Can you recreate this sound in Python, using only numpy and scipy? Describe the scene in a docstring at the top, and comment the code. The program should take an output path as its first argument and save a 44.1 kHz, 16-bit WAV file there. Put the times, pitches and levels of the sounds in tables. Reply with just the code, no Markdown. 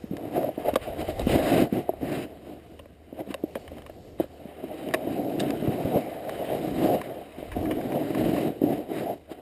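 """A crusty snow slope, heard inside the closed housing of a helmet camera as a snowboard sidles and scrapes down.
The edge grinds in bursts: crumbling noise drives the board's body and bending modes and throws hissing spray.
Swelling low noise is the rumble of board and wind; coloured noise and a wavering tone make the far slope and its hum.
Paired sine modes slap, and short noise cracks ring the housing and ping as crust and twigs snap.
The camera holds each sample for a 12 kHz step, which mirrors the sound around that rate."""
import sys
import numpy as np
from scipy import signal
from scipy.fft import rfft, irfft, next_fast_len
from scipy.io import wavfile
from scipy.ndimage import uniform_filter1d, map_coordinates

SR = 44100
rng = np.random.default_rng(int(sys.argv[2]) if len(sys.argv) > 2 else 0)


def materialize(psi):
    """Save the field psi as 16-bit PCM at rate SR to the path in sys.argv[1].

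    A 1-D psi becomes a single channel; in a 2-D psi each row is a channel.
    """
    bounded = np.clip(np.atleast_2d(psi).T, -1, 1)
    quanta = np.round(bounded * 32767).astype(np.int16)
    wavfile.write(sys.argv[1], SR, quanta)


N = 414981

# The steady slide: [t/s, grinding level/dB, upper mode level/dB re grinding, spray level/dB re grinding]
STEADY_SLIDE = [(0, -54.5, -4, -8.5), (1, -46.5, 7, -4), (1.9, -49.5, 4.5, -9), (2.6, -51, -4.5, -9.5),
                (2.9, -56.5, -3.5, -10.5), (3.6, -52, 4, -8), (4.15, -58, 1, -8), (4.55, -50.5, 4.5, -6.5),
                (4.8, -38.5, -2.5, -13), (5.1, -33, -0.5, -20), (5.6, -31, -5, -17.5), (5.95, -34, 3, -12),
                (6.18, -44.5, 6, -8), (6.45, -40, 7.5, -6.5), (6.7, -28, -6.5, -19), (7, -40, 3.5, -7.5),
                (7.1, -39, 4, -12), (7.31, -53, 5, -3.5), (8.5, -42.5, -3.5, -12.5),
                (9.13, -47.5, 0, -12.5), (9.23, -57, -2, -9), (9.41, -50, 4, -11)]
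# Edge bites: [start t/s, length t/s, grinding level/dB at release, climb during the bite level/dB,
#              upper mode level/dB re grinding, spray level/dB re grinding]
EDGE_BITES = [(.125, 0.16, -35.5, 5, -3.5, -18.5), (.29, 0.084, -25, 18.5, -0.5, -17),
              (.39, 0.096, -34, -1, -0.5, -16.5), (.595, 0.026, -44, -1.5, 5, -5.5),
              (.65, 0.04, -37.5, 7, 11.5, -2), (.822, 0.016, -49, 2, -4, 5),
              (.87, 0.032, -42.5, -2.5, 7.5, -14), (.97, 0.045, -29, 10.5, -0.5, -12.5),
              (1.05, 0.057, -35.5, 14, 5, -4), (1.15, 0.069, -35, 17, 5, -7.5),
              (1.28, 0.077, -22.5, 10, -2.5, -8.5), (1.385, .03, -37, -4.5, 3, -2.5),
              (1.43, 0.073, -29, 2.5, 6, -4), (1.521, 0.083, -19, 2, -4.5, -13.5),
              (1.614, 0.039, -28, -7.5, -7, -16), (1.733, 0.06, -30.5, -1.5, -4, -17),
              (1.8, 0.045, -44.5, -9, 4, -14), (2.02, 0.075, -28, 5.5, -5, -16.5),
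              (2.119, 0.12, -33, -3, -2.5, -11), (2.45, 0.086, -42, 6.5, 1, -15.5),
              (3.15, 0.054, -36, 17, -1, -12), (3.27, 0.046, -38.5, 19, 0, -6),
              (3.57, 0.017, -52.5, -11, 5, -11.5), (3.72, 0.075, -44, 6, 1, -13),
              (4.201, 0.034, -39, -2.5, -5, -10.5), (4.63, 0.062, -37, 6, -3, -29),
              (4.87, 0.015, -36, 4, -26, -25), (5.03, 0.11, -29, 11, -23, -18.5),
              (5.4, 0.097, -32.5, 0, -5, -14), (5.72, 0.018, -38, 0, 4, -16),
              (5.88, 0.094, -29.5, 10, 3.5, -16), (6.275, 0.017, -47, 3, 17.5, -17),
              (6.53, 0.075, -36, 1, 4.5, -20), (6.759, 0.085, -23.5, 3.5, -6.5, -20.5),
              (6.86, 0.092, -29, -2.5, 2.5, -18), (7.39, 0.097, -46.5, -5.5, -4, -9.5),
              (7.568, 0.546, -30.5, 1.5, -2.5, -20.5), (7.89, 0.068, -31, 14, -9, -18),
              (7.999, 0.11, -38.5, 1, -10, -10), (8.13, 0.082, -26.5, 8, -3.5, -14.5),
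              (8.241, 0.072, -24, 1.5, -8.5, -19), (8.34, 0.092, -31, -2.5, -2.5, -13.5),
              (8.429, 0.051, -22.5, 5, -6, -21), (8.565, 0.018, -42, 4, -5, -25),
              (8.63, 0.063, -28, -2, -4.5, -24), (8.695, 0.029, -28.5, 0, 1.5, -23),
              (8.73, .11, -37, -11, -4.5, -20), (8.899, 0.099, -28.5, 7, -2.5, -14.5),
              (9.011, 0.13, -37.5, -7, 2, -17.5), (9.3, 0.023, -44, 9.5, 10.5, -3)]
# How fast a bite dies when it lets go, one row each for grinding, upper mode, spray: [fall/(dB/s)]
BITE_RELEASE = [
    [400],
    [450],
    [560],
]
GRIP_DB_PER_S = 698  # how fast a bite sets in

# Colour of the board's low body: [f/Hz, level/dB]
LOW_BODY_COLOUR = [(60, -41.5), (110, -9.5), (160, -6), (230, -3), (310, 3), (400, -4), (520, -10.5),
                   (900, -60)]
# Colour of the board's upper body mode: [f/Hz, level/dB]
UPPER_BODY_COLOUR = [(250, -43.5), (400, -3), (500, -1), (620, 2), (720, 1), (820, -9.5), (950, -19),
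                     (1150, -35.5), (1500, -47.5)]
# The board's bending mode: [f/Hz, width f/Hz, level/dB]
BENDING_MODE = [(138.4, 52, 0)]
# How strongly the board bends: [t/s, bending level/dB re grinding]
BENDING_LEVEL = [(0, -10), (1.7, -9), (3, -16.5), (4, -4), (4.8, -20), (5.8, -9.5), (7.5, -11.5),
                 (9.41, -22)]
# Colour of the thrown snow: [f/Hz, level/dB per Hz]
SPRAY_COLOUR = [(600, -22.5), (1000, 1.5), (1400, -2), (1750, -1), (2050, 1.5), (2300, -1.5), (2650, -1),
                (3050, 0.5), (3400, -9), (3870, -3), (4250, -13.5), (5050, -10.5), (5900, -29.5)]
# Fine spray gains this many dB for each dB of spray above the even level
FINE_ABOVE_HZ, FINE_GROWTH, FINE_EVEN_DB = 3700, 0.092, -41.5

# Swells of the low rumble: [peak t/s, level/dB]
RUMBLE_SWELLS = [(.15, -51), (.47, -54), (.73, -42), (.92, -47), (1.2, -35), (1.28, -27), (1.5, -48),
                 (2.04, -52), (3.72, -49), (4.56, -61), (5.87, -44), (6.8, -49), (7.58, -41.5), (8.25, -41),
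                 (8.65, -57)]
FLOOR_DB, SWELL_RISE_DB_PER_S, SWELL_FALL_DB_PER_S = -60, 113, 70
# Colour of the low rumble: [f/Hz, level/dB]
RUMBLE_COLOUR = [(12, -50), (25, -5.5), (40, -3), (65, 0.5), (100, 2), (160, -43.5)]

# Colour of the distant slope and woods: [f/Hz, level/dB per Hz]
FAR_COLOUR = [(60, -27), (130, -3), (270, -7.5), (450, -2), (680, -16), (900, -24), (1500, -44),
              (3000, -29.5), (4500, -28), (5900, -32)]
# The far hum: [t/s, level/dB]
HUM_LEVEL = [(1.6, -58), (4.4, -56), (4.8, -58), (9.41, -62)]

# Board slaps and jolts: [t/s, low mode level/dB, upper mode level/dB re low mode, low mode f/Hz]
BOARD_SLAPS = [(0.039, -22.5, -14, 226), (.11, -18, -28, 197), (0.133, -19.5, -27, 305),
               (.377, -16, -12, 357), (.489, -26.5, 8, 338), (0.577, -19, -5, 302), (0.733, -19, -7, 275),
               (0.758, -22, 11.5, 243), (.768, -30, 7, 333), (1.087, -23, 2.5, 350), (1.197, -27, 4, 200),
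               (1.268, -9, -10.5, 234), (1.725, -11.5, -15, 217), (1.891, -15.5, 2, 370),
               (1.935, -31.5, 4.5, 358), (2.029, -17.5, -14, 276), (2.795, -42.5, 4.5, 282),
               (2.857, -44.5, 4.5, 283), (3.126, -27.5, -6.5, 274), (3.273, -33.5, 1, 220),
               (3.288, -29.5, -15, 219), (3.304, -22, -18, 286), (3.345, -41, 18, 270),
               (3.437, -14, -14, 312), (3.555, -28, 6, 256), (3.716, -40.5, 10.5, 258),
               (3.896, -38, 6.5, 326), (4.198, -15, -2.5, 303), (4.204, -14, -5, 314), (4.24, -36, 8, 258),
               (4.453, -27, -5.5, 219), (4.638, -25, -4, 342), (4.938, -31.5, 15, 375),
               (4.944, -17.5, 0.5, 360), (5.071, -16.5, -21, 340), (5.624, -14.5, -12, 234),
               (5.673, -15, -9, 302), (5.68, -12, -20, 125), (5.69, -16, -6, 183), (5.849, -14, -20, 126),
               (5.854, -19.5, -1, 268), (5.955, -21, 0, 287), (5.957, -14, -20, 140),
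               (6.844, -16, -24, 340), (7.384, -27, -15, 282), (7.426, -27.5, 0, 302),
               (7.565, -19, -20, 270), (7.957, -16, -20, 266), (8.257, -21.5, 1, 228),
               (8.616, -12, -11, 307), (8.637, -8, -30, 292), (9.314, -25.5, -5, 324)]
UPPER_ABOVE_HZ = 284  # the upper mode lies this far above the low one

# Snaps of crust and twigs: [t/s, drive level/dB, bright level/dB re drive, knock level/dB re drive,
#                            burst's 60 dB decay t/s, ping f/Hz, ping level/dB re drive]
CRUST_SNAPS = [(0.1676, -34.5, -9, -17, 0.025, 2970, -12), (0.431, -39, -13, 1, 0.015, 2980, -16),
               (0.7392, -35, -6, -6, 0.017, 2600, -3.5), (0.7563, -29, 0, 9, 0.032, 3200, -4),
               (1.1938, -39, 7.5, -2, 0.025, 3000, -8), (2.792, -50, -11, 1, 0.039, 2930, 5),
               (2.856, -49, -18, -12, 0.02, 2570, -12), (3.3415, -24.5, -8, -8, 0.018, 2800, -10.5),
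               (3.5537, -26.5, -19, -10, 0.029, 3150, -14.5), (3.678, -38.5, -14, -11, 0.025, 3010, -10.5),
               (3.783, -48, -15, 3.5, 0.019, 3050, -6), (3.82, -47, -9, -2, 0.02, 3070, -6),
               (3.863, -40, -11, -9, 0.036, 2860, -11), (3.897, -47, -12, -5, 0.033, 2830, -13),
               (4.887, -40, -7, -16, 0.022, 2960, -7), (4.9097, -31, -20, -18, 0.019, 2600, -17),
               (4.938, -18, -10.5, -10, 0.04, 3070, -17), (4.9439, -15.5, -21, -15, 0.024, 2530, -11.5),
               (5.3961, -34.5, -2, -24, 0.027, 2950, -1), (5.401, -27.5, 2, -29, 0.037, 2885, -9),
               (5.4114, -44, 1, -14, 0.048, 2940, -4), (5.5051, -24.5, -8.5, -15, 0.016, 2640, -12),
               (6.294, -28.5, -10, -10, 0.013, 2630, -14), (7.0145, -28.5, -17, -10, 0.021, 2980, -18),
               (7.517, -33, -20, -14, 0.11, 2770, -15), (7.655, -31, -26, -13.5, 0.051, 2660, -26),
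               (7.7103, -26, -19, -14, 0.06, 2980, -13), (7.8123, -33.5, -21, -10, 0.022, 2550, -15),
               (7.921, -34.5, -18, -6, 0.031, 2730, -13), (8.1483, -32, -11, -8, 0.023, 2660, -7),
               (8.182, -38, -10, -8, 0.03, 2860, -5), (8.25, -31.5, -17, -22, 0.044, 2960, -10),
               (8.3647, -28.5, -16, -7, 0.016, 2650, -16)]
# Lower housing modes: [f/Hz, width f/Hz, level/dB]
HOUSING_LOW = [(1734, 200, 1), (2420, 270, -3.5)]
# Bright housing modes: [f/Hz, width f/Hz, level/dB]
HOUSING_BRIGHT = [(3770, 200, 2.5), (4900, 1300, -9.5)]
# The mount's hollow mode: [f/Hz, width f/Hz, level/dB]
MOUNT_KNOCK = [(1070, 153, 6)]
PING_WIDTH_HZ = 210
GAP_HZ, GAP_WIDTH_HZ = 4180, 650  # the housing notches the snaps out here

HOLD_HZ, SOFT_HZ, TOP_HZ = 12000, 15100, 16468  # hold rate, start of the top roll-off, cutoff


def amp(db):
    """Gain of a level in dB."""
    return 10 ** (np.asarray(db) / 20)


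def unit(x):
    """x brought to an RMS of one."""
    return x / np.sqrt(np.mean(x ** 2) + 1e-20)


def curves(rows):
    """One value per sample for each column after the time."""
    s, *columns = np.transpose(rows)
    return [np.interp(np.arange(N) / SR, s, column) for column in columns]


def wobble(rate):
    """A smooth random curve, rate knots a second."""
    knots = rng.standard_normal(int(N * rate / SR) + 4)
    return map_coordinates(knots, [np.arange(N) * rate / SR])


def filtered(x, response):
    """x times a complex response of frequency."""
    size = next_fast_len(N + SR // 2)
    spectrum = rfft(x, size) * response(np.fft.rfftfreq(size, 1 / SR))
    return irfft(spectrum, size)[..., :N]


def coloured(x, points):
    """Causal colouring by (f/Hz, level/dB) points, through the folded cepstrum."""
    f, db = np.transpose(points)
    size = 2 ** 14
    hz = np.fft.rfftfreq(size, 1 / SR)
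    level = np.interp(np.log(hz + 1), np.log(f + 1), np.maximum(db, -70))
    cepstrum = irfft(np.log(amp(level)))
    cepstrum[1:size // 2] *= 2
    cepstrum[size // 2 + 1:] = 0
    impulse = irfft(np.exp(rfft(cepstrum)))
    return signal.fftconvolve(x, impulse)[:N]


def ringing(x, modes):
    """x through (f/Hz, width f/Hz, level/dB) resonances, summed with alternating sign."""
    def response(hz):
        total = 0
        for k, (centre, width, db) in enumerate(modes):
            damping = 1j * hz * width
            total = total + (-1) ** k * amp(db) * damping / (centre * centre - hz * hz + damping)
        return total
    return filtered(x, response)


def patchy(x, depth_db):
    """The colour wanders: random gain in patches of a few hundred Hz and a tenth of a second."""
    z = signal.stft(x, nperseg=256)[2]
    field = uniform_filter1d(rng.standard_normal(z.shape), size=3, axis=0)  # across frequency
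    field = uniform_filter1d(field, size=36, axis=1)  # across time
    return signal.istft(z * amp(depth_db * unit(field)), nperseg=256)[1][:N]


def crumbs(rate, spread_db, smooth):
    """Snow giving way: random pushes of uneven size, rate a second, over a share of plain noise."""
    size = amp(spread_db * np.minimum(rng.exponential(1, N), 2.1))
    pushes = -size * (rng.random(N) < rate / SR)
    share = np.clip(smooth, 0, 1)
    return np.sqrt(1 - share) * unit(pushes - pushes.mean()) + np.sqrt(share) * rng.standard_normal(N)


def pressure():
    """Gains of grinding, upper mode and spray: the slide plus every bite, which grips, climbs and lets go."""
    t = np.arange(N) / SR
    grind_db, upper_db, spray_db = curves(STEADY_SLIDE)
    power = amp(grind_db + np.array([0 * t, upper_db, spray_db])) ** 2
    for start, length, db, climb_db, upper_db, spray_db in EDGE_BITES:
        near = slice(max(round((start - .15) * SR), 0), round((start + length + .25) * SR))
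        since = t[near] - start
        climb = climb_db * (np.clip(since / length, 0, 1) - 1)
        grip = GRIP_DB_PER_S * np.maximum(-since, 0)
        release = np.array(BITE_RELEASE) * np.maximum(since - length, 0)
        balance = np.array([[0], [upper_db], [spray_db]])
        power[:, near] += amp(db + climb - grip - release + balance) ** 2
    return np.sqrt(power)


def edge():
    """Crumbling snow drives the body modes of the board; the edge chatters and throws spray, brighter when strong."""
    grind, upper, thrown = pressure()
    chatter = 0.12 * wobble(12) + 1.38 * wobble(40)  # dB

    push = crumbs(rate=300, spread_db=3.0, smooth=0.47)
    low = amp(chatter + 1.3 * wobble(25)) * coloured(push, LOW_BODY_COLOUR)
    flex = amp(chatter) * ringing(push, BENDING_MODE)
    upper_push = crumbs(rate=400, spread_db=3.5, smooth=0.64)
    high = amp(chatter + 2.18 * wobble(25)) * coloured(upper_push, UPPER_BODY_COLOUR)

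    grit = patchy(crumbs(rate=450, spread_db=2.0, smooth=0.84), depth_db=1.3)
    flutter = amp(1.03 * wobble(110) + 0.88 * wobble(22))
    spray = coloured(flutter * grit, SPRAY_COLOUR)
    fine = filtered(spray, lambda hz: 1 / (1 + (FINE_ABOVE_HZ / (hz + 1)) ** 4))
    spray = spray + fine * ((thrown / amp(FINE_EVEN_DB)) ** FINE_GROWTH - 1)

    body = unit(low) + amp(curves(BENDING_LEVEL)[0]) * unit(flex)
    return grind * body + upper * unit(high) + thrown * unit(spray)


def rumble():
    """Low rumble of board and wind: lumpy noise on a faint floor, with swells that rise quickly and fade."""
    t = np.arange(N) / SR
    swells = []
    for peak, db in RUMBLE_SWELLS:
        rise = SWELL_RISE_DB_PER_S * np.maximum(peak - t, 0)
        fall = SWELL_FALL_DB_PER_S * np.maximum(t - peak, 0)
        swells.append(db - rise - fall)
    gain = amp(FLOOR_DB) + amp(np.max(swells, axis=0))
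    lumps = amp(4.7 * wobble(3.08))
    return gain * unit(lumps * coloured(rng.standard_normal(N), RUMBLE_COLOUR))


def far():
    """Quiet rush of the slope as wandering noise, and a low steady hum, perhaps lift machinery."""
    air = patchy(coloured(rng.standard_normal(N), FAR_COLOUR), depth_db=2.0)
    rush = unit(amp(5.6 * wobble(5.0)) * air)
    phase = 2 * np.pi * np.cumsum(77 + .3 * wobble(5)) / SR  # about 77 Hz
    hum = np.sqrt(2) * np.sin(phase) * amp(.7 * wobble(5))
    return amp(-55.0) * rush + amp(curves(HUM_LEVEL)[0]) * hum


def slaps():
    """Each slap is a soft push that briefly rings two modes; the upper sags in pitch as the snow yields."""
    out, t = np.zeros(N + SR), np.arange(SR // 8) / SR
    sag = t + 0.00036 * (1 - np.exp(-t / 0.0012))  # bent time: sharp at first, then true
    swell = (1 - np.exp(-(t / 0.0018) ** 2)) * amp(-60 * t / 0.029)
    swell = swell / swell.max()
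    for s, db, upper_db, low_hz in BOARD_SLAPS:
        low = np.sin(2 * np.pi * low_hz * t)
        upper = np.sin(2 * np.pi * (low_hz + UPPER_ABOVE_HZ) * sag)
        out[round(s * SR):][:len(t)] += amp(db) * swell * (low + amp(upper_db) * upper)
    # the board cannot push a steady pressure
    return filtered(out[:N], lambda hz: (1j * hz / (70 + 1j * hz)) ** 2)


def snaps():
    """A sharp break with a short crack of noise rings the housing modes; the broken piece pings at its own pitch."""
    cracks, t = np.zeros((4, N + SR)), np.arange(SR // 10) / SR
    ping_decay = 2 * np.pi * PING_WIDTH_HZ / SR * np.exp(-np.pi * PING_WIDTH_HZ * t)
    for s, db, bright_db, knock_db, t60, ping_hz, ping_db in CRUST_SNAPS:
        grit = rng.standard_normal((4, len(t)))
        burst = amp(db - 60 * t / t60) * (1 - np.exp(-t / 0.00082)) * grit
        burst[:, round(.0008 * SR)] -= 7 * amp(db)  # the break itself
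        ping = ping_decay * np.sin(2 * np.pi * ping_hz * t)
        burst[3] = signal.fftconvolve(burst[3], ping)[:len(t)]
        start = round(s * SR)
        cracks[:, start:start + len(t)] += amp([[0], [bright_db], [knock_db], [ping_db]]) * burst
    low, bright, knock, pings = cracks[:, :N]
    rung = amp(9.5) * ringing(low, HOUSING_LOW) + amp(15.0) * ringing(bright, HOUSING_BRIGHT)
    rung = rung + amp(18.5) * ringing(knock, MOUNT_KNOCK) + amp(21.5) * pings
    return rung - ringing(rung, [(GAP_HZ, GAP_WIDTH_HZ, 0)])


def scene():
    """All layers summed to one channel."""
    return (edge() + rumble() + far() + slaps() + snaps())[None]


def record(dry):
    """Sampling at the hold rate mirrors the band around it; the hold's steps weight all by a sinc."""
    band = filtered(dry, lambda hz: np.clip((HOLD_HZ / 2 - hz) / 300, 0, 1))
    mirrored = band * (1 + 2 * np.cos(2 * np.pi * HOLD_HZ * np.arange(N) / SR))

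    def hold_and_top(hz):
        top = amp(-36 * np.clip((hz - SOFT_HZ) / 700, 0, 2)) * (hz < TOP_HZ)
        return np.sinc(hz / HOLD_HZ) * top
    return filtered(mirrored, hold_and_top)


dry = scene()
out = record(dry)
materialize(out)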